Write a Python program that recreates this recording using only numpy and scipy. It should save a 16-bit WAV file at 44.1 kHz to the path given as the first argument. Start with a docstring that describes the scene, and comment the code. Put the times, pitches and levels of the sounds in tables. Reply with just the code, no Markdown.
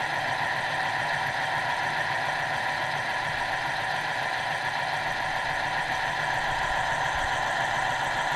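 """A steady whine over a rough growl: an electric underwater scooter runs close to a camera housing.
Its motor and gears give tones locked to the shaft speed, while impacts of the gear teeth excite the
resonances of hull and housing. The shaft seal scrapes over the same rough spots on every turn.
Behind these, the propeller wash throws ticking sand off the seabed and now and then buffets the housing."""
import sys
import numpy as np
from scipy import signal
from scipy.fft import rfft, irfft, next_fast_len
from scipy.io import wavfile

SR = 44100
rng = np.random.default_rng(int(sys.argv[2]) if len(sys.argv) > 2 else 0)


def wav_record(signal):
    """Record a signal, one row per channel, as 16-bit PCM in the file named by sys.argv[1]."""
    frames = np.transpose(np.atleast_2d(signal))
    bounded = np.clip(frames, -1, 1)
    # unit amplitude maps onto the largest positive 16-bit level
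    quanta = np.round(bounded * 32767).astype(np.int16)
    wavfile.write(sys.argv[1], SR, quanta)


N = 368235
TIME = np.arange(N) / SR
FFT_SIZE = next_fast_len(N + 8192)
FREQ = np.arange(FFT_SIZE // 2 + 1) * SR / FFT_SIZE

# Directivity of the hull. Each row: band centre in Hz, gain in dB when it faces the housing squarely.
HULL_DIRECTIVITY = [(220, 0), (700, 1.1), (1250, 1.8), (1800, 0), (2450, -2.5), (3000, 2), (4700, -2.5),
                    (5600, 0), (6200, 4), (7300, 5.5), (8300, 3.5), (9600, -3.5), (11000, -0.5),
                    (14600, 1.6)]
# Gusts of propeller wash. Each row: start in seconds, peak level in dB, rise time in seconds.
WASH_GUSTS = [(3.18, -47, 0.18), (4.95, -46.5, 0.4), (6.25, -43, .3), (7.12, -42, 0.068), (7.7, -47, .05)]
# Strong eddies striking the housing. Each row: start in seconds, envelope peak in dB, pitch in Hz.
EDDY_THUMPS = [(3.29, -31, 130), (3.345, -34, 105), (6.705, -28.5, 48), (7.149, -28.5, 61.9),
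               (7.241, -27, 57.9)]
# Ticks of three sizes of sand grain. Each row: centre in Hz, width in Hz, spectral density in dB.
GRAIN_RESONANCES = [(8500, 1800, -101), (11200, 2000, -104), (13800, 1800, -115)]
# Rough spots under the shaft seal.
# Each row: place in turns, spread in turns, centre in Hz, width in Hz, relative level in dB.
SEAL_SPOTS = [(.03, 0.046, 11400, 2000, -94), (0.23, 0.075, 3270, 260, -70.5), (0.28, 0.08, 5850, 340, -81),
              (0.31, .06, 9900, 600, -97), (0.34, 0.054, 8180, 1470, -87), (.54, 0.066, 8980, 700, -90),
              (.57, .08, 13300, 1300, -111), (0.74, .05, 10900, 700, -94.5), (0.73, 0.074, 5060, 380, -80),
              (0.745, 0.098, 4006, 520, -72.5)]
# Resonances of hull and housing. Each row: centre in Hz, width in Hz, relative level in dB.
BODY_MODES = [(130.2, 56.6, -63.5), (243, 98, -72.5), (321, 120, -71.5), (462, 68, -74.5),
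              (594.5, 114, -64), (672, 48, -62), (785.5, 204, -57.5), (952, 141, -57.5), (1017, 31, -61.5),
              (1187, 62, -75.5), (1418, 146, -63.5), (1684, 133, -58.5), (1823, 213, -57.5),
              (1995, 177, -62), (2312, 225, -69), (2640, 460, -72), (3370, 1020, -73), (4054, 780, -76.5),
              (4730, 350, -83), (5340, 240, -84.5), (5890, 430, -87), (6130, 370, -81.5), (6920, 600, -86),
              (7660, 840, -89.5), (8780, 1380, -89), (10150, 400, -96), (11100, 1440, -95.5),
              (12991, 920, -102.6), (14800, 900, -106.4)]
# Tones of motor and gears. Each row: frequency in Hz at cruising speed, relative level in dB.
DRIVE_TONES = [(110.4, -55.5), (123.8, -58), (151.5, -51.5), (255.7, -64.5), (313.6, -62.5), (333.8, -69.5),
               (391.6, -61.5), (524.9, -65), (668.9, -58), (682.3, -50), (690.2, -49), (757.7, -38.5),
               (908.6, -47.5), (946.1, -52.5), (967.6, -47.5), (974.3, -44.5), (1336.4, -53.5),
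               (1444.1, -52.5), (1575.8, -46.5), (1678.2, -49), (1726.7, -47), (1838.2, -45.5)]
# Rough upper whine of the gear teeth. Each row: centre in Hz, width in Hz, relative level in dB.
WHINE_BANDS = [(2360, 40, -71), (3035, 26, -67.5), (3149, 36, -65), (4603, 24, -74.5), (4722, 60, -79),
               (6185, 50, -77), (7770, 60, -88)]

CRUISE_HZ, WANDER_HZ = 131.3, 0.12  # motor turns a second, and their rms deviation
GEAR_RATIO = CRUISE_HZ / 7.1  # the propeller turns 7.1 times a second


def undb(db):
    """Amplitude grows tenfold for every 20 dB."""
    return 10 ** (np.asarray(db) / 20)


def unit(x):
    """Normalisation to an rms of 1."""
    return x / np.sqrt(np.mean(x ** 2))


def wander(rate_hz):
    """Random fluctuation of rms 1: linear interpolation between levels drawn at the given rate."""
    levels = rng.standard_normal(int(N / SR * rate_hz) + 3)
    return unit(np.interp(TIME * rate_hz + rng.random(), np.arange(len(levels)), levels))


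def resonances(modes):
    """Resonance peaks add in power; the gain gives unit white noise the listed spectral density."""
    power = sum((undb(db) / (1 + (2 * (FREQ - hz) / width) ** 2)) ** 2 for hz, width, db in modes)
    return np.sqrt(SR / 2 * power)


def power_below(hz, order=8):
    """Power response of a maximally flat low-pass filter."""
    return 1 / (1 + (FREQ / hz) ** (2 * order))


def ring(x, gain):
    """Causality: a minimum-phase filter of this gain rings only after each impact."""
    cepstrum = irfft(np.log(gain + 1e-6), FFT_SIZE)
    cepstrum[1:FFT_SIZE // 2] *= 2
    cepstrum[FFT_SIZE // 2 + 1:] = 0
    return irfft(rfft(x, FFT_SIZE) * np.exp(rfft(cepstrum)), FFT_SIZE)[:N]


def impacts(per_s, spread_db):
    """Shot noise of rms 1: independent impulses of uneven strength."""
    strength = undb(spread_db * np.minimum(rng.exponential(size=N), 5))
    lands = rng.random(N) < per_s / SR
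    return unit(lands * strength * rng.choice([-1, 1], N))


def surge(start_s, rise_s):
    """A critically damped pulse swells to 1 in the rise time and decays more slowly."""
    age = np.maximum(TIME - start_s, 0) / rise_s
    return age * np.exp(1 - age)


def passing(turns, place, spread):
    """Rotation makes contact periodic: a bell-shaped pulse peaks as the shaft passes this place."""
    away = (turns - place + 0.5) % 1 - 0.5
    return np.exp(-0.5 * (away / spread) ** 2)


def motion(nearest_s=1.25, drift_period_s=6.0, swing_s=6.36, swing_scale_s=0.65):
    """Level follows distance as the scooter drifts; the diver swings it once to face the housing (1)."""
    near_db = -0.2 + 0.52 * np.cos(2 * np.pi * (TIME - nearest_s) / drift_period_s)
    swung = (1 + np.tanh((TIME - swing_s) / swing_scale_s)) / 2
    facing = -0.4 + 1.4 * swung
    return near_db, facing


def water_path(x, facing):
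    """Directivity beams some bands and shades others; churning water makes each flicker, the treble most."""
    centres, gains_db = np.transpose(HULL_DIRECTIVITY)
    spectrum, out = rfft(x, FFT_SIZE), 0
    for hz, db, weights in zip(centres, gains_db, np.eye(len(centres))):
        band = irfft(spectrum * np.interp(FREQ, centres, weights), FFT_SIZE)[:N]
        flicker_db = 0.75 * min(hz / 3500, 1) * wander(45)
        out = out + band * undb(db * facing + flicker_db)
    return out


def wash(facing):
    """Turbulent pressure buffets the housing in gusts; the strongest eddies land as brief, dull thumps."""
    rumble_band = power_below(40, order=2) * (1 - power_below(7.9, order=2))
    eddies = unit(ring(rng.standard_normal(N), np.sqrt(rumble_band)))
    steady_power = undb(-56 + 5.5 * facing) ** 2
    gust_power = sum((undb(db) * surge(start, rise)) ** 2 for start, db, rise in WASH_GUSTS)
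    thumps = sum(undb(db) * surge(start, rise_s=0.0048) * np.sin(2 * np.pi * hz * (TIME - start))
                 for start, db, hz in EDDY_THUMPS)
    return eddies * np.sqrt(steady_power + gust_power) + thumps


def sand():
    """Impact excitation: grains tick on the housing, each size at its own pitch."""
    return sum(ring(impacts(per_s=110, spread_db=6.5), resonances([grain])) for grain in GRAIN_RESONANCES)


def shaft_seal(propeller_turns):
    """Friction is a dense train of tiny impacts: each rough spot scrapes once a turn with varying force."""
    out = 0
    for place, spread, hz, width, db in SEAL_SPOTS:
        force = passing(propeller_turns, place, spread) * undb(2.0 + 1.3 * wander(11))
        grit = impacts(per_s=7000, spread_db=2.0) * force
        out = out + ring(grit, resonances([(hz, width, db)]))
    return out


def load_db(turns, heavy_at, once_db, twice_db):
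    """Cyclic loading modulates the level once and twice a turn, heaviest at one place."""
    angle = 2 * np.pi * (turns - heavy_at)
    return once_db * np.cos(angle) + twice_db * np.cos(2 * angle)


def chatter(motor_turns, worn_share, per_s, spread_db, throb):
    """Tooth impacts are amplitude-modulated by the motor turn; worn teeth repeat every propeller turn."""
    turn_samples = int(SR * GEAR_RATIO / CRUISE_HZ)
    place = (motor_turns / GEAR_RATIO % 1 * turn_samples).astype(int)
    worn = unit(impacts(per_s, spread_db)[place])
    teeth = np.sqrt(worn_share) * worn + np.sqrt(1 - worn_share) * impacts(per_s, spread_db)
    return unit(teeth * (1 + throb * np.cos(2 * np.pi * motor_turns)))


def gearbox(motor_turns, near_db):
    """Forced vibration: chatter drives hull and housing in three bands that follow the propeller load."""
    turns = motor_turns / GEAR_RATIO
    growl_db = load_db(turns, heavy_at=0.083, once_db=0.77, twice_db=0.12) + near_db
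    rasp_db = load_db(turns, heavy_at=0.21, once_db=1.18, twice_db=0.1) + 0.36
    hiss_db = load_db(turns, heavy_at=0.15, once_db=0.4, twice_db=0.04) - 0.7
    # The upper two bands dip where the teeth run slack.
    rasp_db -= 5.2 * passing(turns, place=0.31, spread=0.062)
    hiss_db -= 2.7 * passing(turns, place=0.92, spread=0.062)
    growl = chatter(motor_turns, worn_share=0.39, per_s=3500, spread_db=1.2, throb=0.08)
    growl *= undb(growl_db)
    rasp = chatter(motor_turns, worn_share=0.24, per_s=6000, spread_db=2.0, throb=0.12)
    rasp *= undb(rasp_db + 0.25 * wander(70))
    hiss = chatter(motor_turns, worn_share=0.12, per_s=6000, spread_db=3.5, throb=0.06)
    hiss *= undb(hiss_db + 0.24 * wander(80))
    body = resonances(BODY_MODES)
    below_rasp, below_hiss = power_below(2350), power_below(5550)
    return (ring(growl, body * np.sqrt(below_rasp))
            + ring(rasp, body * np.sqrt((1 - below_rasp) * below_hiss))
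            + ring(hiss, body * np.sqrt(1 - below_hiss)))


def whine(motor_turns, near_db):
    """Periodic forces give tones locked to the motor, fluttering in level and phase, under narrow noise."""
    motor_clock = motor_turns / CRUISE_HZ
    tones = 0
    for hz, db in DRIVE_TONES:
        amplitude = np.sqrt(2) * undb(db + near_db + 1.37 * wander(16))
        phase = 2 * np.pi * (hz * motor_clock + rng.random()) + 0.22 * wander(16)
        tones = tones + amplitude * np.sin(phase)
    upper_whine = ring(rng.standard_normal(N), resonances(WHINE_BANDS)) * undb(1.8 * wander(40))
    return (tones + upper_whine) * undb(-0.5)


def scene():
    """Superposition: gears, whine and seal share one motor and cross the water to join sand and wash."""
    motor_turns = np.cumsum(CRUISE_HZ + WANDER_HZ * wander(2.5)) / SR
    near_db, facing = motion()
    scooter = gearbox(motor_turns, near_db) + whine(motor_turns, near_db)
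    scooter += shaft_seal(motor_turns / GEAR_RATIO)
    return (water_path(scooter, facing) + sand() + wash(facing))[None]


def record(dry):
    """Band limiting: the camera's steep low-pass removes the treble above 15250 Hz."""
    return signal.sosfilt(signal.ellip(10, 0.2, 80, 15250, fs=SR, output="sos"), dry)


dry = scene()
out = record(dry)
wav_record(out)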